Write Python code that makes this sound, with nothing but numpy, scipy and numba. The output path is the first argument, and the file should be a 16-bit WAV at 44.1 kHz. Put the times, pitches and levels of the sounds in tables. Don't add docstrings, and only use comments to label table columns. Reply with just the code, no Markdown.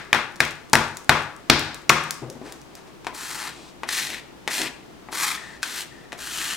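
import sys
import numpy as np
from scipy import signal
from scipy.fft import rfft, irfft, next_fast_len
from scipy.io import wavfile
from scipy.ndimage import uniform_filter1d
from numba import njit

SR = 44100
rng = np.random.default_rng(int(sys.argv[2]) if len(sys.argv) > 2 else 0)


def output_pcm(signal):
    pcm = np.clip(np.atleast_2d(signal).T, -1, 1) * 32767
    wavfile.write(sys.argv[1], SR, np.round(pcm).astype(np.int16))


N = 289296
SIZE = next_fast_len(N + 2 * SR, real=True)
HZ = np.fft.rfftfreq(SIZE, 1 / SR)
TIME = np.arange(SIZE) / SR

# start in seconds,
# level in dB, thump in dB, crack in dB, crush time in seconds, ring pitch in Hz, ring boost in dB.
BLOW_HITS = [(-.2, 2.5, -1, 3, .003, 1900, 7), (0.1298, -4.5, -15, -11, 0.0015, 1640, -0.5),
             (0.1474, -17.5, 2.5, -7, 0.0014, 1720, 3), (0.404, -7.5, -2, -1.5, 0.0031, 2060, 5.5),
             (0.7322, -7, 15.5, 21.5, 0.0037, 910, 27), (0.7367, -8.5, -17, -36, 0.00075, 860, -4),
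             (0.7542, -4, 0, -4, 0.0016, 1300, 4.5), (1.0939, 0.5, -4.5, -8.5, 0.003, 1050, 4),
             (1.4987, -5.5, 4.5, 2, 0.0012, 269, 22.5), (1.5, 6.5, 0, -5, 0.0024, 4660, 9),
             (1.8944, -10, -8, 0, 0.00078, 6230, 22), (1.8967, 2.5, -2.5, -5, 0.0018, 2290, 4),
             (1.9022, -2, 14.5, 19, 0.0028, 1160, 30.5)]
# frequency in Hz, level in dB.
WOOD_TONE = [(25, -67), (42, -10), (62, -4), (130, -6), (250, -5.5), (550, -7), (900, -7.5), (1600, -2.5),
             (2400, -6), (3200, -4.5), (5000, -9.5), (8000, -16.5), (12000, -22), (16000, -31)]
def blows():
    return contacts(BLOW_HITS, WOOD_TONE, grit=1.9, ring_width=0.66)


def contacts(rows, colour, grit, ring_width, size=4096):
    out = np.zeros((2, SIZE))
    t, hz = np.arange(size) / SR, np.fft.rfftfreq(size, 1 / SR)
    for start, db, thump_db, crack_db, crush_s, ring_hz, ring_db in rows:
        cracks = rng.standard_normal(size) * np.exp(-t / max(crush_s, 1 / SR))
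        cracks *= grit / np.linalg.norm(cracks)
        spray = 1 + rfft(cracks) * (1j * hz / (1j * hz + 450)) ** 2
        tone = curve(colour, hz) + thump_db * below(hz, 550, 4) + crack_db * (1 - below(hz, 3200, 4))
        push = causal(tone + ring_db * bump(hz, ring_hz, ring_width * ring_hz))
        hit = irfft(np.array([push * spray, push]))
        hit *= np.sqrt(.005 * SR) / np.linalg.norm(hit, axis=1, keepdims=True)
        out[:, int(start * SR) + np.arange(size)] += undb(db) * hit
    return out


# start in seconds, length in seconds, fastest point from 0 to 1,
# level in dB, swell in dB, extra hiss in dB, hiss lost by the end in dB, the card's lowest pitch in Hz,
# main ring in Hz, upper ring in Hz, upper ring boost in dB, sizzle pitch in Hz.
CARD_STROKES = [(3.151, 0.36, 1, -34, 7, 0, 12.5, 724, 1800, 4360, 2, 7500),
                (3.889, 0.3, 0.15, -28.5, 10, -2.5, 9.5, 1560, 1910, 3830, 3.5, 6000),
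                (4.516, .16, 0.42, -29, 1, -1, 12.5, 1530, 1900, 4360, 2, 8060),
                (5.131, 0.23, 0.51, -25.5, 9, -1.5, 6, 860, 2030, 2620, -12, 11000),
                (5.635, 0.2, 0.83, -34, 6, -1.5, 1, 1160, 1920, 3160, 5, 4860),
                (6.191, 0.39, 0.83, -30, 9.5, -1.5, 3.5, 1150, 1690, 3060, 7, 7100)]
# pitch in Hz, width in Hz, boost in dB.
CARD_RINGS = [(2500, 370, 1), (3140, 140, 2.5), (4190, 350, 4.5), (5550, 400, 0), (8140, 470, 1),
              (10700, 920, 1)]
# frequency in Hz, level in dB.
SCRAPE_TONE = [(60, -14), (150, -1.5), (320, 2), (550, -3), (1000, 4), (1700, 0.5), (2300, -4), (2800, 0.5),
               (4200, -4.5), (5400, -5), (8000, -6.5), (10500, -10), (13000, -12.5), (16000, -23)]
def scrape(stroke, slips_per_s=11000, bend_hz=280, attack_s=.02, release_s=0.019, size=32768):
    start, length, fastest, level_db, swell_db, bright_db, fade_db = stroke[:7]
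    lowest_hz, main_hz, upper_hz, upper_db, sizzle_hz = stroke[7:]
    span = int((start - .05) * SR) + np.arange(size)
    t, hz = TIME[span], np.fft.rfftfreq(size, 1 / SR)
    along = np.clip((t - start) / length, 0, 1)
    slow = np.interp(along, [0, np.clip(fastest, .05, .95), 1], [1, 0, 1]) ** 1.5
    bend = along ** 3
    moments = np.linspace(t[0], t[-1], num=22)
    flexing, wavering, rasping = (np.interp(t, moments, w) for w in rng.standard_normal((3, 22)))
    loudness_db = level_db - swell_db * slow + 0.25 * wavering
    hiss_db = 1 + bright_db - 1.5 * slow - fade_db * bend
    sizes = undb(3.5 * np.minimum(rng.exponential(size=size), 5))
    slips = (rng.random(size) < slips_per_s / SR) * sizes * rng.choice([-1, 1], size)
    slips *= undb(1.2 * unit(uniform_filter1d(rng.standard_normal(size), size=260)))
    card_db = -9 * below(hz, lowest_hz, 10) + 1.5 * bump(hz, sizzle_hz, sizzle_hz / 4)
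    card_db += sum(db * bump(hz, pitch, width) for pitch, width, db in CARD_RINGS)
    flex = np.exp(0.034 * flexing)
    main = undb(0.5) * moving_band(slips, (main_hz + bend_hz * bend) * flex, 580.)
    upper = (undb(upper_db) - 1) * moving_band(slips, upper_hz * flex, upper_hz / 7) * undb(-2 * rasping)
    friction = rfft(slips + main + upper) * causal(curve(SCRAPE_TONE, hz) + card_db)
    low, high = below(hz, 650, 6), 1 - below(hz, 4500, 4)
    bands = [(1 - low - high, 800, 4000), (high, 5000, 15000), (low, 100, 600)]
    body, hiss, rumble = (irfft(friction * part) / band_rms(friction, hz, lo, hi)
                          for part, lo, hi in bands)
    touch = np.interp(t, [start - attack_s, start, start + length, start + length + release_s],
                      [0, 1, 1, 0])
    out = np.zeros(SIZE)
    out[span] = touch * undb(loudness_db) * (undb(-2.5) * body + undb(hiss_db) * hiss + undb(-26) * rumble)
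    return out


# start in seconds, level in dB, thump in dB, crack in dB,
# ring pitch in Hz, ring boost in dB.
CARD_TAPS = [(3.047, -39, -14, 4, 950, 16), (3.0686, -22.5, 2.5, -2, 1000, 9),
             (3.8341, -25, -2, -7.5, 860, 1), (4.4771, -19, -1, 4, 1920, 5.5),
             (5.087, -35.5, 6, -27, 780, 7), (5.128, -30.5, 7, 1, 1130, 1), (5.6302, -19, -31, 9, 1550, 9),
             (6.1214, -32.5, -29, 3, 1910, 8), (6.129, -29.5, 4.5, 1.5, 696, 7.5)]
# frequency in Hz, level in dB.
TAP_TONE = [(60, -29), (250, 5.5), (800, 9), (2000, 8), (3200, 4), (5000, -2.5), (9000, -9), (16000, -24)]
def taps(contact_s=0.0092):
    rows = [(start, db, thump_db, crack_db, contact_s, hz, ring_db)
            for start, db, thump_db, crack_db, hz, ring_db in CARD_TAPS]
    return contacts(rows, TAP_TONE, grit=1.1, ring_width=0.19)


# start in seconds, level in dB.
CARD_SNAGS = [(3.312, -32), (3.476, -32), (3.8894, -21), (3.9862, -24), (3.997, -28), (4.1446, -28.5),
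              (4.5094, -29), (4.617, -21.5), (5.35, -32.5), (6.359, -42), (6.415, -29)]
# frequency in Hz, level in dB.
SNAG_TONE = [(100, -30), (700, -11), (1300, -5), (1800, 3), (2700, 3.5), (4200, 0), (9000, -7.5),
             (16000, -23)]
def snags(slip_s=0.0044, ring_hz=1860, ring_db=11):
    rows = [(start, db, 0, 0, slip_s, ring_hz, ring_db) for start, db in CARD_SNAGS]
    return contacts(rows, SNAG_TONE, grit=1.6, ring_width=0.14)


# start in seconds, level in dB before gain_db, ring pitch in Hz.
CRUMB_TICKS = [(0.3591, -30, 5300), (0.4512, -18.5, 3480), (0.5093, -25.5, 4030), (0.6499, -48, 3520),
               (0.9708, -18, 6400), (1.193, -34, 1810), (1.223, -29, 3540), (1.5944, -7.5, 4250),
               (1.745, -20.5, 3990), (2.0385, -20, 3100), (2.1083, -8.5, 4994), (2.3008, -23.5, 6060),
               (2.327, -38, 3450), (2.5236, -23, 3920), (2.616, -33.5, 5910), (2.753, -26.5, 5000)]
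# frequency in Hz, level in dB.
CRUMB_TONE = [(200, -40), (1500, 0), (4000, 7), (7000, 9.5), (12000, 2), (16000, -4)]
def crumbs(gain_db=-13.5, snap_s=0.0035, ring_db=5):
    rows = [(start, db + gain_db, 0, 0, snap_s, hz, ring_db) for start, db, hz in CRUMB_TICKS]
    return contacts(rows, CRUMB_TONE, grit=0.84, ring_width=0.15)


def patter(level_db=-56, spread_db=11, flight_s=0.29, snap_s=0.0011, count=4):
    rows = []
    for hit in BLOW_HITS:
        for when, size, pitch in rng.random((count, 3)):
            landing = hit[0] + flight_s * (0.15 + when)
            rows.append((landing, level_db + spread_db * size ** 2, 0, 0, snap_s, 4000 + 7000 * pitch, 8))
    return contacts(rows, CRUMB_TONE, grit=0.44, ring_width=0.15)


# start in seconds, level in dB before gain_db, push time in seconds, ring in Hz.
HAND_KNOCKS = [(2.219, -28, .02, 320), (2.227, -26, 0.045, 124), (2.283, -30.5, 0.045, 520),
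               (2.354, -33.5, 0.03, 252), (2.415, -29, 0.021, 290), (2.876, -44, .01, 358)]
# frequency in Hz, level in dB.
KNOCK_TONE = [(30, -7), (90, -1), (330, 6), (600, -1.5), (1200, -13), (4000, -32), (16000, -56)]
def knocks(gain_db=-4, ring_db=14.5):
    rows = [(start, db, 0, 0, push_s, hz, ring_db) for start, db, push_s, hz in HAND_KNOCKS]
    return contacts(rows, KNOCK_TONE, grit=4.2, ring_width=0.23) * undb(gain_db)


# start in seconds, length in seconds, level in dB,
# fade along the way in dB, ring boost in dB.
CARD_SKIMS = [(3.52, 0.18, -48, 4, -20), (5.357, 0.21, -38.5, 8, 18.5), (5.92, 0.14, -52, 3, 21)]
# frequency in Hz, level in dB.
SKIM_TONE = [(200, -13), (900, 1), (2000, -2), (2800, 0), (4000, 0), (6000, -5.5), (8500, -6.5),
             (12000, -23.5), (16000, -24)]
def skims(ring_hz=1850, width_hz=420, edge_s=.03):
    out = np.zeros(SIZE)
    for start, length, db, fade_db, ring_db in CARD_SKIMS:
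        rub = unit(irfft(noise(SKIM_TONE) * undb(ring_db * bump(HZ, ring_hz, width_hz))))
        touch = np.clip(np.minimum(TIME - start, start + length - TIME) / edge_s + 1, 0, 1)
        along = np.clip((TIME - start) / length, 0, 1)
        out += rub * touch * undb(db - fade_db * along)
    return out


# start in seconds, rise in seconds, fall in seconds, level in dB.
HAND_BRUSHES = [(2.41, 0.056, 0.2, -42.5), (2.745, 0.024, 0.097, -48), (2.85, 0.026, .07, -51)]
TABLE_SHUDDERS = [(4.07, .025, 0.14, -46.5), (4.575, .025, 0.16, -34.5)]
# frequency in Hz, level in dB.
SKIN_TONE = [(100, -18), (400, 10), (1000, 6), (1800, 5), (3000, -0.5), (8000, -5), (16000, -24)]
SHUDDER_TONE = [(50, -15), (150, -11), (260, 3), (350, -1), (600, -2), (1500, -10), (5000, -55)]
def rubs(rows, colour):
    swells = sum(undb(db) * np.interp(TIME, [start, start + rise, start + rise + fall], [0, 1, 0]) ** 2
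                 for start, rise, fall, db in rows)
    return unit(irfft(noise(colour))) * swells


# pitch in Hz, width in Hz, boost in dB before scaling by share.
TABLE_RINGS = [(96.6, 17, 6), (143.2, 21, 9.5), (151, 27, 5), (228.3, 20, 7), (322.6, 27, 8), (419, 28, 6),
               (645, 74, 1.5), (758, 26, 3), (858, 86, 6), (1160, 21, 3.5), (1270, 35, 2), (1680, 34, 2.5),
               (2480, 170, 4), (2960, 620, -5)]
def table_top(share):
    return causal(share * sum(db * bump(HZ, hz, width) for hz, width, db in TABLE_RINGS))


# frequency in Hz, seconds to fade by 60 dB.
ECHO_TIMES = [(100, 0.45), (300, 0.35), (1200, 0.51), (3000, 0.42), (8000, 0.39), (15000, 0.2)]
# frequency in Hz, level in dB.
ECHO_TONE = [(100, -7), (500, -4), (1500, -6), (3000, -4.5), (7000, -7.5), (15000, -8.5)]
# frequency in Hz, likeness from 0 to 1.
ECHO_LIKENESS = [(150, 1), (900, 0.92), (2100, 0.66), (4200, 0.14), (10000, 0.57)]
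def room(gap_s=0.0033, build_s=0.0029, hold_s=0.0095):
    t, hz = np.arange(SR) / SR, np.fft.rfftfreq(SR, 1 / SR)
    like = np.clip(curve(ECHO_LIKENESS, hz), 0, 1)
    mid, side = rfft(rng.standard_normal((2, SR)))
    pair = mid * np.sqrt(1 + like) + np.array([[1], [-1]]) * side * np.sqrt(1 - like)
    pair *= undb(curve(ECHO_TONE, hz)) / np.sqrt(2)
    centres, fade_times = np.transpose(ECHO_TIMES)
    build = np.clip((t - gap_s) / build_s, 0, 1)
    tail = 0
    for weights, fade_s in zip(np.eye(len(centres)), fade_times):
        band = irfft(pair * curve(np.c_[centres, weights], hz))
        decay = build * np.exp(-np.log(1000) * np.hypot(t, hold_s) / fade_s)
        tail = tail + band * decay / np.linalg.norm(decay)
    return rfft(tail, SIZE)


# frequency in Hz, level in dB.
AIR_TONE = [(25, -8), (36, -28), (60, 6.5), (82, -12.5), (140, 2.5), (230, -0.5), (330, 3), (520, -5),
            (850, -6), (1600, -12), (3200, -16.5), (6300, -22.5), (12000, -30.5), (16000, -34.5)]
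def air(level_db=-45.5, pan_db=2.5, shared=0.34):
    common = noise(AIR_TONE) * shared
    pair = np.array([unit(irfft(common + noise(AIR_TONE))) for _ in range(2)])
    return pair * undb(level_db + np.array([[pan_db], [-pan_db]]) / 2)


def undb(db):
    return 10 ** (np.asarray(db) / 20)


def unit(x):
    return x / np.sqrt(np.mean(x ** 2))


def curve(points, hz):
    frequency, value = np.transpose(points)
    return np.interp(np.log(np.maximum(hz, 1)), np.log(frequency), value)


def bump(hz, centre, width):
    return 1 / (1 + (2 * (hz - centre) / width) ** 2)


def below(hz, corner, steepness):
    return 1 / (1 + (hz / corner) ** steepness)


def causal(db):
    cepstrum = irfft(db * np.log(10) / 20)
    half = len(cepstrum) // 2
    cepstrum[1:half] *= 2
    cepstrum[half + 1:] = 0
    return np.exp(rfft(cepstrum))


def noise(tone):
    return rfft(rng.standard_normal(SIZE)) * undb(curve(tone, HZ))


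def band_rms(spectrum, hz, lo, hi):
    return np.sqrt(np.sum(abs(spectrum[(hz > lo) & (hz < hi)]) ** 2) / 2) / len(hz)


@njit
def moving_band(x, hz, width_hz):
    out, band, low = np.empty(len(x)), 0., 0.
    for i in range(len(x)):
        step, damping = np.tan(np.pi * hz[i] / SR), width_hz / hz[i]
        swing = (band + step * (x[i] - low)) / (1 + step * (step + damping))
        band, low, out[i] = 2 * swing - band, low + 2 * step * swing, damping * swing
    return out


@njit
def follow(x, attack, release):
    out, level = np.empty(len(x)), 0.
    for i in range(len(x)):
        level += (x[i] - level) * (attack if x[i] > level else release)
        out[i] = level
    return out


def limiter(x, top_db, attack_s, release_s):
    envelope = follow(abs(x).max(axis=0), 1 / (1 + attack_s * SR), 1 / (1 + release_s * SR))
    return x / np.maximum(envelope / undb(top_db), 1)


# frequency in Hz, left minus right in dB.
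LEFT_LEAD = [(100, 5.5), (1000, 6), (2200, 6.5), (4200, 3), (8000, 0.5), (15000, 0)]
def scene():
    hits = blows() * undb([[-1], [.5]]) + knocks()
    ticks = taps() + snags() + crumbs() + patter()
    sliding = sum(scrape(stroke) for stroke in CARD_STROKES) + skims()
    sliding += rubs(HAND_BRUSHES, SKIN_TONE) + rubs(TABLE_SHUDDERS, SHUDDER_TONE)
    light = ticks + sliding * undb([[.5], [-2]])
    direct, into_room = rfft(hits) * table_top(share=0.92) + rfft(light) * table_top(share=0.71)
    pan = undb(np.array([[1], [-1]]) * curve(LEFT_LEAD, HZ) / 2)
    lag = np.exp(-2j * np.pi * HZ / SR * np.array([[.65], [0]]))
    heard = irfft((direct + into_room * room()) * pan * lag)
    return (heard + air())[:, :N]


def record(dry):
    clipped = np.clip(limiter(dry, top_db=-6.5, attack_s=0.0046, release_s=0.2), -1, 1)
    return signal.sosfilt(signal.ellip(8, .2, 70, 16000, fs=SR, output="sos"), clipped)


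dry = scene()
out = record(dry)
output_pcm(out)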